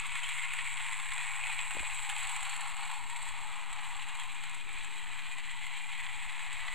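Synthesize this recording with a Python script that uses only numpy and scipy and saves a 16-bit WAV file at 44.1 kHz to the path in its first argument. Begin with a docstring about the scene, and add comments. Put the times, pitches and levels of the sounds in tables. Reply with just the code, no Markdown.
"""A battery toy train circles a plastic track on a tiled floor, close by, then off round the far bend.
Its motor ticks once a turn, and loose gear teeth chatter, snap and whine in the plastic shell.
The wheels drum on the hollow track and squeak in the bends; the wagons clack along behind.
The room is small, with a low rumble, and the microphone takes one soft cluster of bumps.
The sound is thin and nearly mono, with narrow notches in the treble."""
import sys
import numpy as np
from scipy import signal
from scipy.fft import rfft, irfft
from scipy.io import wavfile
from scipy.ndimage import uniform_filter1d

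SR = 44100
rng = np.random.default_rng(int(sys.argv[2]) if len(sys.argv) > 2 else 0)


def bounce(signal):
    """Save signal as a 16-bit WAV file at the path given by the first command-line argument."""
    frames = np.transpose(np.atleast_2d(signal))
    limited = np.clip(frames, -1, 1)
    pcm = np.round(limited * 32767).astype(np.int16)
    wavfile.write(sys.argv[1], SR, pcm)


N = 297234
T = np.arange(N) / SR

# room rumble common to both channels: freq_hz, level_db
RUMBLE_SPECTRUM = [(3, -2), (18, 1), (30, -6.5), (45, -9.5), (62, -11.5), (80, -15), (120, -20), (200, -23),
                   (450, -27.5), (1000, -55.5), (4000, -59)]
# room rumble that differs between left and right: freq_hz, level_db
RUMBLE_SIDE_SPECTRUM = [(3, 0), (30, -3), (50, -6), (90, -13), (170, -35), (550, -35), (900, -58)]
# a brief low rush in the background: freq_hz, level_db
RUSH_SPECTRUM = [(250, -18), (385, -1), (520, -10)]
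# soft bumps right on the microphone: start_s, level_db, pitch_hz, decay_s
MIC_BUMPS = [(1.751, -43, 320, 0.0028), (1.769, -31.5, 556, 0.002), (1.788, -47, 400, 0.0023),
             (1.8, -47, 80, 0.01), (1.804, -41, 296, 0.0025), (1.809, -37, 28.2, 0.012),
             (1.829, -44, 590, 0.0052)]
# narrow dips in the recorder's response: freq_hz, width_hz
RECORDER_NOTCHES = [(4770, 77), (5450, 770), (6010, 350), (6650, 130), (13900, 450)]
# the recorder's constant offset, left row then right: offset_full_scale
RECORDER_OFFSET = [
    [-.0162],
    [.0067],
]

# how the hollow track rings: freq_hz, level_db
TRACK_SPECTRUM = [(450, -32.5), (600, -22.5), (700, -10), (830, 0), (885, -3), (945, 1), (990, -2.5),
                  (1040, 1.5), (1150, -5), (1400, -8), (1800, -24)]
# how the train's plastic shell rings: freq_hz, level_db
SHELL_SPECTRUM = [(900, -25.5), (1400, -12.5), (1620, -9), (1880, -4), (2150, -1), (2430, -1.5),
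                  (2600, -2.5), (2850, -5.5), (3150, -6.5), (3430, -4), (3650, -14), (3950, -8.5),
                  (4200, -16.5), (4450, -15.5), (4700, -28.5), (6500, -21.5)]
# how the gear teeth ring: freq_hz, level_db
TEETH_SPECTRUM = [(4500, -30.5), (5800, -16), (6500, -16.5), (7200, -3), (7750, 1), (8100, -1), (8600, -10),
                  (9200, -8), (9900, -16), (10400, -26), (10900, -21), (11800, -28), (12600, -21),
                  (13700, -26), (14400, -30), (15000, -33)]
# resonances that rise or fall along the loop: centre_s, half_length_s, freq_hz, width_hz, gain_db
RESONANCE_SWELLS = [(0.1, 1, 825, 170, -4.5), (0.6, 0.39, 1120, 220, 3), (1.046, 0.94, 1950, 260, 4),
                    (1.15, 0.93, 2380, 420, 4), (1.25, 0.45, 3130, 260, -5), (2.6, 0.55, 920, 480, 2.2),
                    (2.558, 0.56, 4330, 300, 5), (3.4, 0.74, 1430, 200, -2), (4.905, 1, 2830, 350, -1.5)]
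# the train's balance, close by and then in the far bend: time_s, whir_db, track_db, sizzle_db
PASS_LEVELS = [(0, -42, -47.5, -50.5), (.25, -42.5, -49, -49), (.7, -45, -51, -48),
               (1.5, -43.5, -47, -47.5), (1.95, -44, -48.5, -46.5), (2.3, -42.5, -46.5, -47),
               (2.6, -43.5, -48, -49.5), (2.92, -44, -46, -52), (3.15, -45, -48, -53),
               (3.75, -45.5, -47.5, -56), (4.45, -46, -53.5, -56), (5.4, -46, -55, -56),
               (6.1, -45, -51.5, -55), (6.74, -44, -50, -53)]

# wheel flanges rubbing the rail: centre_s, half_length_s, pitch_hz, level_db
FLANGE_SQUEAKS = [(0.167, 0.008, 2140, -39), (0.24, 0.0088, 3130, -38), (0.266, 0.018, 3310, -44),
                  (0.31, 0.013, 2360, -39), (0.388, 0.068, 2120, -43.5), (0.66, 0.089, 2330, -44),
                  (4.203, 0.012, 3250, -44.5), (5.193, 0.05, 2400, -54), (5.64, 0.062, 2121, -51.5),
                  (6.04, 0.1, 1955, -52), (6.73, 0.02, 2000, -45)]
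# the loudest knocks of wheels and couplings: start_s, peak_db, brightness_db
WAGON_CLACKS = [(0.0212, -39, -12), (0.0654, -32, 5), (0.1548, -24.5, -7), (0.234, -28.5, 2),
                (0.2898, -25, 1), (0.4538, -31.5, -9), (0.5352, -26, -4), (0.589, -28.5, -20),
                (0.6452, -36, -7), (0.772, -28, -14), (0.8019, -28, -14), (0.835, -35, -12),
                (0.864, -32, -6), (0.886, -30, -12), (0.928, -27.5, -9), (0.999, -32, -12),
                (1.09, -32, -12), (1.1194, -27.5, -13), (1.1791, -25.5, -14), (1.2117, -31, -7),
                (1.4373, -27, -12), (1.469, -29, -9), (1.5013, -33, -13), (1.522, -31, -15),
                (1.5908, -23, -10), (1.6439, -35, -1), (1.708, -26.5, -6), (1.7958, -27.5, -7),
                (2.0926, -25, 3), (2.098, -26, -2), (2.164, -28, -7), (2.914, -32, -5), (4.027, -34, -7),
                (4.1977, -36, -8), (4.437, -29, -8), (5.2671, -34, -18), (5.3835, -31.5, -18),
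                (5.5101, -37, -15), (5.59, -38, -7), (5.666, -34, -4), (5.728, -40, -10),
                (5.7886, -38, -11), (6.0656, -28, -22), (6.3937, -32, -11), (6.464, -38, -12),
                (6.6812, -28.5, -16)]
# gear teeth skipping: start_s, peak_db
TOOTH_SNAPS = [(1.136, -30), (2.001, -30), (2.229, -29), (2.2713, -32), (2.294, -31), (2.3152, -33),
               (2.3416, -38), (2.3635, -27.5), (2.4065, -35), (2.4287, -28.5), (2.4947, -29), (2.5407, -33),
               (2.563, -30), (2.608, -30), (2.6753, -33), (2.8519, -34), (3.099, -36), (3.2187, -35),
               (3.225, -33), (3.2878, -34), (3.56, -39), (3.728, -33.5), (3.8089, -41), (3.8874, -43),
               (3.902, -44), (3.965, -36), (4.0144, -39), (4.086, -35.5), (4.15, -38), (4.1712, -36),
               (4.1975, -33), (4.236, -37), (4.3457, -39), (4.4959, -32), (4.5467, -35), (4.7286, -36),
               (4.8351, -39), (4.846, -34), (5.314, -43), (5.3833, -36), (5.51, -39), (6.5291, -34)]
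# the whine of the two gear meshes: time_s, lower_mesh_db, upper_mesh_db
WHINE_LEVELS = [(0, -71, -66), (3.9, -61, -68), (4.5, -69, -52.5), (5, -59, -56), (5.3, -55.5, -50),
                (5.55, -52.5, -66), (5.85, -57, -56), (6.03, -52, -55), (6.3, -59, -59), (6.55, -55, -62),
                (6.74, -53, -57)]
# moments when the gears run slack: centre_s, half_length_s, gain_db
GEAR_SLACKS = [(0.148, 0.0083, -1.5), (0.497, 0.023, -2.5), (1.085, 0.035, -2.5), (1.563, 0.02, -3),
               (1.694, 0.0081, -5), (2.055, 0.022, -1.5), (2.736, 0.034, -3), (3.042, 0.069, -3),
               (3.636, 0.037, -2.5), (4.053, 0.015, -3), (4.63, 0.06, -2.5)]
# the off-centre reduction gear catches and throbs once a turn: time_s, catch_db, throb_depth_db
REDUCTION_GEAR = [(0, -11, 1), (1.9, -13, .5), (2.4, -7, 0), (3, -8, -0.1), (4.3, -12, .5),
                  (4.95, -14, -0.3), (5.35, -22, 2.5), (5.9, -17, -0.5), (6.74, -22, 1)]
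# how hard the gears bite, heard in the motor's tick: time_s, tick_gain_db
GEAR_BITE = [(0, -4.5), (.8, 2.5), (1.7, -0.5), (2.4, -4), (3.2, -8), (4.4, -5), (5.6, -12), (6.74, -10)]
# the motor's speed: time_s, turns_per_s
MOTOR_SPEED = [(0, 102.8), (.35, 103.9), (.7, 104.9), (1.1, 103.7), (1.7, 105.3), (2.5, 104.1),
               (3.8, 106.6), (4.6, 111.2), (5.4, 110.2), (6.74, 110.3)]

GEAR_RATIO, WHEEL_RATIO = 7, 34.65  # motor turns per turn of the reduction gear, of the wheels
WHINE_TEETH = 18, 22  # teeth meshing per motor turn


def undb(db):
    """Decibels to gain."""
    return 10 ** (np.asarray(db) / 20)


def unit(x):
    """Scale to rms 1."""
    return x / np.sqrt(np.mean(x ** 2))


def curves(table):
    """Each column of a table, joined by straight lines in time."""
    times, *columns = np.transpose(table)
    return [np.interp(T, times, column) for column in columns]


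def bell(centre_s, half_length_s):
    """A smooth rise and fall, down to 1/e a half length either side of its centre."""
    return np.exp(-((T - centre_s) / half_length_s) ** 2)


def walk(rate_hz):
    """Random levels drawn at the given rate and smoothed twice, at rms 1."""
    hold = int(SR / rate_hz)
    steps = rng.standard_normal(N)[np.arange(N) // hold]
    return unit(uniform_filter1d(uniform_filter1d(steps, hold), hold))


def ring(spectrum, size=4096):
    """Causal impulse response with the given spectrum and unit energy."""
    hz, db = np.transpose(spectrum)
    log_hz = np.log(np.maximum(np.fft.rfftfreq(size, 1 / SR), 1))
    beyond = np.abs(log_hz - np.clip(log_hz, np.log(hz[0]), np.log(hz[-1])))
    level_db = np.interp(log_hz, np.log(hz), db) - 40 * np.minimum(beyond, 1)
    cepstrum = irfft(np.log(undb(level_db)))
    cepstrum[1:size // 2] *= 2  # fold to minimum phase
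    cepstrum[size // 2 + 1:] = 0
    response = irfft(np.exp(rfft(cepstrum)))
    return response / np.linalg.norm(response)


def through(x, response):
    """Pass a sound through an impulse response."""
    return signal.oaconvolve(x, response)[:len(x)]


def tail(t60_s, cloud_db, size=16384):
    """A click followed by a dense, dying cloud of reflections."""
    cloud = rng.standard_normal(size) * np.exp(-np.log(1000) * np.arange(size) / SR / t60_s)
    cloud *= undb(cloud_db) / np.linalg.norm(cloud)
    cloud[0] = 1
    return cloud


def blows(cycles, scatter_db, slop=.3):
    """One blow per cycle; play in the parts scatters its size and its moment (slop, in cycles)."""
    timing, force = rng.standard_normal((int(cycles[-1]), 2)).T
    at = np.searchsorted(cycles, np.arange(len(timing)) + slop * timing)
    return np.bincount(at, undb(scatter_db * np.minimum(force, 1)), N + 1)[:N]


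def rattle(hits, t60_s, ring_db, spots=12):
    """Each blow lands on one of several spots of the plastic, each with its own short ring."""
    spot = rng.integers(0, spots, N)
    return unit(sum(through(hits * (spot == k), tail(t60_s, ring_db, size=2048)) for k in range(spots)))


def bounces(count=4, gap_s=.0028, step_db=-5.5):
    """A loose part strikes once, then a few times more, ever weaker and at uneven gaps."""
    gaps = gap_s * rng.uniform(.5, 1.5, count)
    at = ((np.cumsum(gaps) - gaps[0]) * SR).astype(int)
    return np.bincount(at, undb(step_db * np.arange(count)))


def add_knock(out, start_s, peak_db, knock):
    """Mix in one knock at the given moment and peak level."""
    at = int(start_s * SR)
    out[at:at + len(knock)] += knock[:N - at] * undb(peak_db) / np.abs(knock).max()


def room_tone():
    """Low rumble, a little stronger on the left, a faint wavering hum, a brief low rush and hiss."""
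    mid = unit(through(rng.standard_normal(N), ring(RUMBLE_SPECTRUM, size=16384)))
    side = unit(through(rng.standard_normal(N), ring(RUMBLE_SIDE_SPECTRUM, size=16384)))
    rumble = undb(-57) * mid + (undb(-66) * side + undb(-79) * mid) * np.array([[1], [-1]])
    hum_hz = 241 + 3 * walk(14)
    hum = np.sin(2 * np.pi * np.cumsum(hum_hz) / SR)
    rush = unit(through(rng.standard_normal(N), ring(RUSH_SPECTRUM))) * bell(4.78, 0.34)
    hiss = rng.standard_normal(N)
    return rumble + undb(-77) * hum + undb(-71) * rush + undb(-73.5) * hiss


def mic_bumps():
    """Dull, quickly damped knocks on the microphone itself."""
    out = np.zeros(N)
    for start_s, level_db, pitch_hz, decay_s in MIC_BUMPS:
        age = np.maximum(T - start_s, 0)
        out += undb(level_db) * np.sin(2 * np.pi * pitch_hz * age) * np.exp(-age / decay_s)
    return out


def tiled_room(x, places=14):
    """Each place on the track sends its own floor reflections and room echo to the microphone."""
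    position = np.linspace(0, places - 1, N)
    out = 0
    for place in range(places):
        floor = tail(t60_s=.03, cloud_db=-16, size=2048)
        echoes = through(tail(t60_s=0.18, cloud_db=-10), floor)
        crossfade = np.maximum(1 - np.abs(position - place), 0)
        out = out + through(x * crossfade, echoes)
    return out


def resonance_swells(x):
    """Single resonances of shell and track come forward or fall back along stretches of the loop."""
    out = x
    for centre_s, half_length_s, hz, width_hz, gain_db in RESONANCE_SWELLS:
        resonance = signal.lfilter(*signal.iirpeak(hz, hz / width_hz, fs=SR), x)
        out = out + (undb(gain_db) - 1) * bell(centre_s, half_length_s) * resonance
    return out


def flange_squeaks(slips_per_s=420, width_hz=155):
    """A flange sticks and slips on the rail, and one narrow resonance of the wheel sings briefly."""
    slips = blows(slips_per_s * T, scatter_db=4)
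    out = np.zeros(N)
    for centre_s, half_length_s, pitch_hz, level_db in FLANGE_SQUEAKS:
        wheel = signal.iirpeak(pitch_hz, pitch_hz / width_hz, fs=SR)
        song = unit(signal.lfilter(*wheel, signal.lfilter(*wheel, slips)))
        out += undb(level_db) * bell(centre_s, half_length_s) * song
    return out


def wagon_jiggle(knocks_per_s=45):
    """The light wagons jiggle on the rails: small knocks at random moments."""
    hits = (rng.random(N) < knocks_per_s / SR) * rng.uniform(0.25, 1, N)
    body = ring(SHELL_SPECTRUM) + undb(-9.5) * ring(TRACK_SPECTRUM) + undb(-6.5) * ring(TEETH_SPECTRUM)
    return unit(through(rattle(hits, t60_s=0.027, ring_db=5), body))


def wagon_clacks():
    """Wheels and couplings knock and bounce, ringing briefly in shell, track and teeth."""
    out = np.zeros(N)
    body = ring(SHELL_SPECTRUM) + undb(-8) * ring(TRACK_SPECTRUM)
    bright = ring(TEETH_SPECTRUM)
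    for start_s, peak_db, brightness_db in WAGON_CLACKS:
        blow = through(tail(t60_s=0.019, cloud_db=1.5), bounces())
        add_knock(out, start_s, peak_db, through(blow, body + undb(brightness_db) * bright))
    return out


def reduction_turns(turns, skip_s=2.229):
    """Turns of the reduction gear, aligned so that its catching tooth comes round at skip_s."""
    gear = turns / GEAR_RATIO
    return gear + (-np.interp(skip_s, T, gear)) % 1


def gear_throb(turns):
    """Gain that rises and falls once a turn of the off-centre reduction gear."""
    _, depth_db = curves(REDUCTION_GEAR)
    return undb(depth_db * np.cos(2 * np.pi * (reduction_turns(turns) - .5)))


def drive_load(turns, wobble_db=0.32, heaviest_turn=.63):
    """Gain from the load: it sways with the out-of-true wheels and drops while the gears run slack."""
    sway_db = wobble_db * np.cos(2 * np.pi * (turns / WHEEL_RATIO - heaviest_turn))
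    slack_db = sum(db * bell(centre_s, half_length_s) for centre_s, half_length_s, db in GEAR_SLACKS)
    return undb(sway_db + slack_db)


def wheel_drumming(turns):
    """The ribbed driving wheels drum on the hollow track, pulsing twice a turn of the reduction gear."""
    pulsing = undb(1.6 * np.cos(4 * np.pi * reduction_turns(turns)))
    ribs = blows(turns * 5, scatter_db=3.5) * pulsing
    return unit(through(rattle(ribs, t60_s=0.029, ring_db=-1), ring(TRACK_SPECTRUM)))


def tooth_snaps(top_hz=10100):
    """A skipping tooth cracks in a tight cluster of ticks; a little of it reaches the shell."""
    out = np.zeros(N)
    crack = signal.sosfilt(signal.butter(2, top_hz, fs=SR, output="sos"), ring(TEETH_SPECTRUM))
    tooth = crack + undb(-5.5) * ring(SHELL_SPECTRUM)
    for start_s, peak_db in TOOTH_SNAPS:
        cluster = through(tail(t60_s=0.016, cloud_db=5), bounces())
        add_knock(out, start_s, peak_db, through(cluster, tooth))
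    return out


def gear_whine(motor_hz, turns, waver=0.00498):
    """Two gear meshes sing at multiples of the motor's speed, taking turns in the far bend."""
    tones = 0
    for teeth, level_db in zip(WHINE_TEETH, curves(WHINE_LEVELS)):
        hz = teeth * motor_hz * (1 + waver * walk(70))
        flutter = undb(4.2 * walk(90))
        tones = tones + undb(level_db) * unit(np.sin(2 * np.pi * np.cumsum(hz) / SR) * flutter)
    return tones * gear_throb(turns)


def motor_rub(turns, pitch_hz=8200, width_hz=1500, sharpness=2.8):
    """The bright part of the motor's tick: a short rub each turn sings in a small part of the gearbox."""
    once_a_turn = np.exp(sharpness * np.cos(2 * np.pi * turns))
    friction = rng.standard_normal(N) * once_a_turn * undb(1.2 * walk(90))
    resonance = signal.iirpeak(pitch_hz, pitch_hz / width_hz, fs=SR)
    return unit(signal.lfilter(*resonance, through(friction, ring(TEETH_SPECTRUM))))


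def gearbox(turns):
    """Teeth chatter, the motor ticks and the slower gear catches; gives shell whir and tooth sizzle."""
    tick_db, = curves(GEAR_BITE)
    catch_db, _ = curves(REDUCTION_GEAR)
    gear = reduction_turns(turns)
    tooth_load = undb(1.2 * walk(110)) * gear_throb(turns)
    chatter = unit(blows(turns * 7, scatter_db=4) * tooth_load)
    scraping = unit(blows(turns * 9, scatter_db=6) * tooth_load * undb(walk(110) + walk(30)))
    ticks = unit(blows(turns, scatter_db=2, slop=.03))
    main_catches = blows(gear, scatter_db=5.5, slop=0.042)
    light_catches = undb(-4) * blows(3 * gear, scatter_db=7, slop=0.043)
    catches = undb(catch_db) * unit(main_catches + light_catches)
    shell_hits = chatter + undb(tick_db - 7.5) * ticks + undb(-6.5) * catches
    whir = unit(through(rattle(shell_hits, t60_s=0.024, ring_db=-1.5), ring(SHELL_SPECTRUM)))
    rub = motor_rub(turns)
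    tooth_hits = scraping + undb(2) * catches
    teeth = unit(through(rattle(tooth_hits, t60_s=0.015, ring_db=6), ring(TEETH_SPECTRUM)))
    bite = undb(tick_db - 1)
    sizzle = (teeth + bite * rub) / np.sqrt(1 + bite ** 2)  # constant-power blend
    return whir, sizzle


def scene():
    """The train as heard from one spot in a small room with a tiled floor."""
    motor_hz, = curves(MOTOR_SPEED)
    whir_db, track_db, sizzle_db = curves(PASS_LEVELS)
    turns = np.cumsum(motor_hz) / SR
    whir, sizzle = gearbox(turns)
    load = drive_load(turns)
    shell = whir + undb(-11.5) * wagon_jiggle()
    running = undb(whir_db) * shell + undb(track_db) * wheel_drumming(turns) + undb(sizzle_db) * sizzle
    train = load * running + wagon_clacks() + tooth_snaps()
    in_room = tiled_room(resonance_swells(train))
    return in_room + load * gear_whine(motor_hz, turns) + flange_squeaks() + mic_bumps() + room_tone()


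def record(dry, top_hz=15150):
    """The recorder notches the treble, drops the top and adds a small constant offset to each channel."""
    for hz, width_hz in RECORDER_NOTCHES:
        dry = signal.lfilter(*signal.iirnotch(hz, hz / width_hz, fs=SR), dry)
    lowpass = signal.ellip(10, .2, 70, top_hz, fs=SR, output="sos")
    return signal.sosfilt(lowpass, dry) + RECORDER_OFFSET


dry = scene()
out = record(dry)
bounce(out)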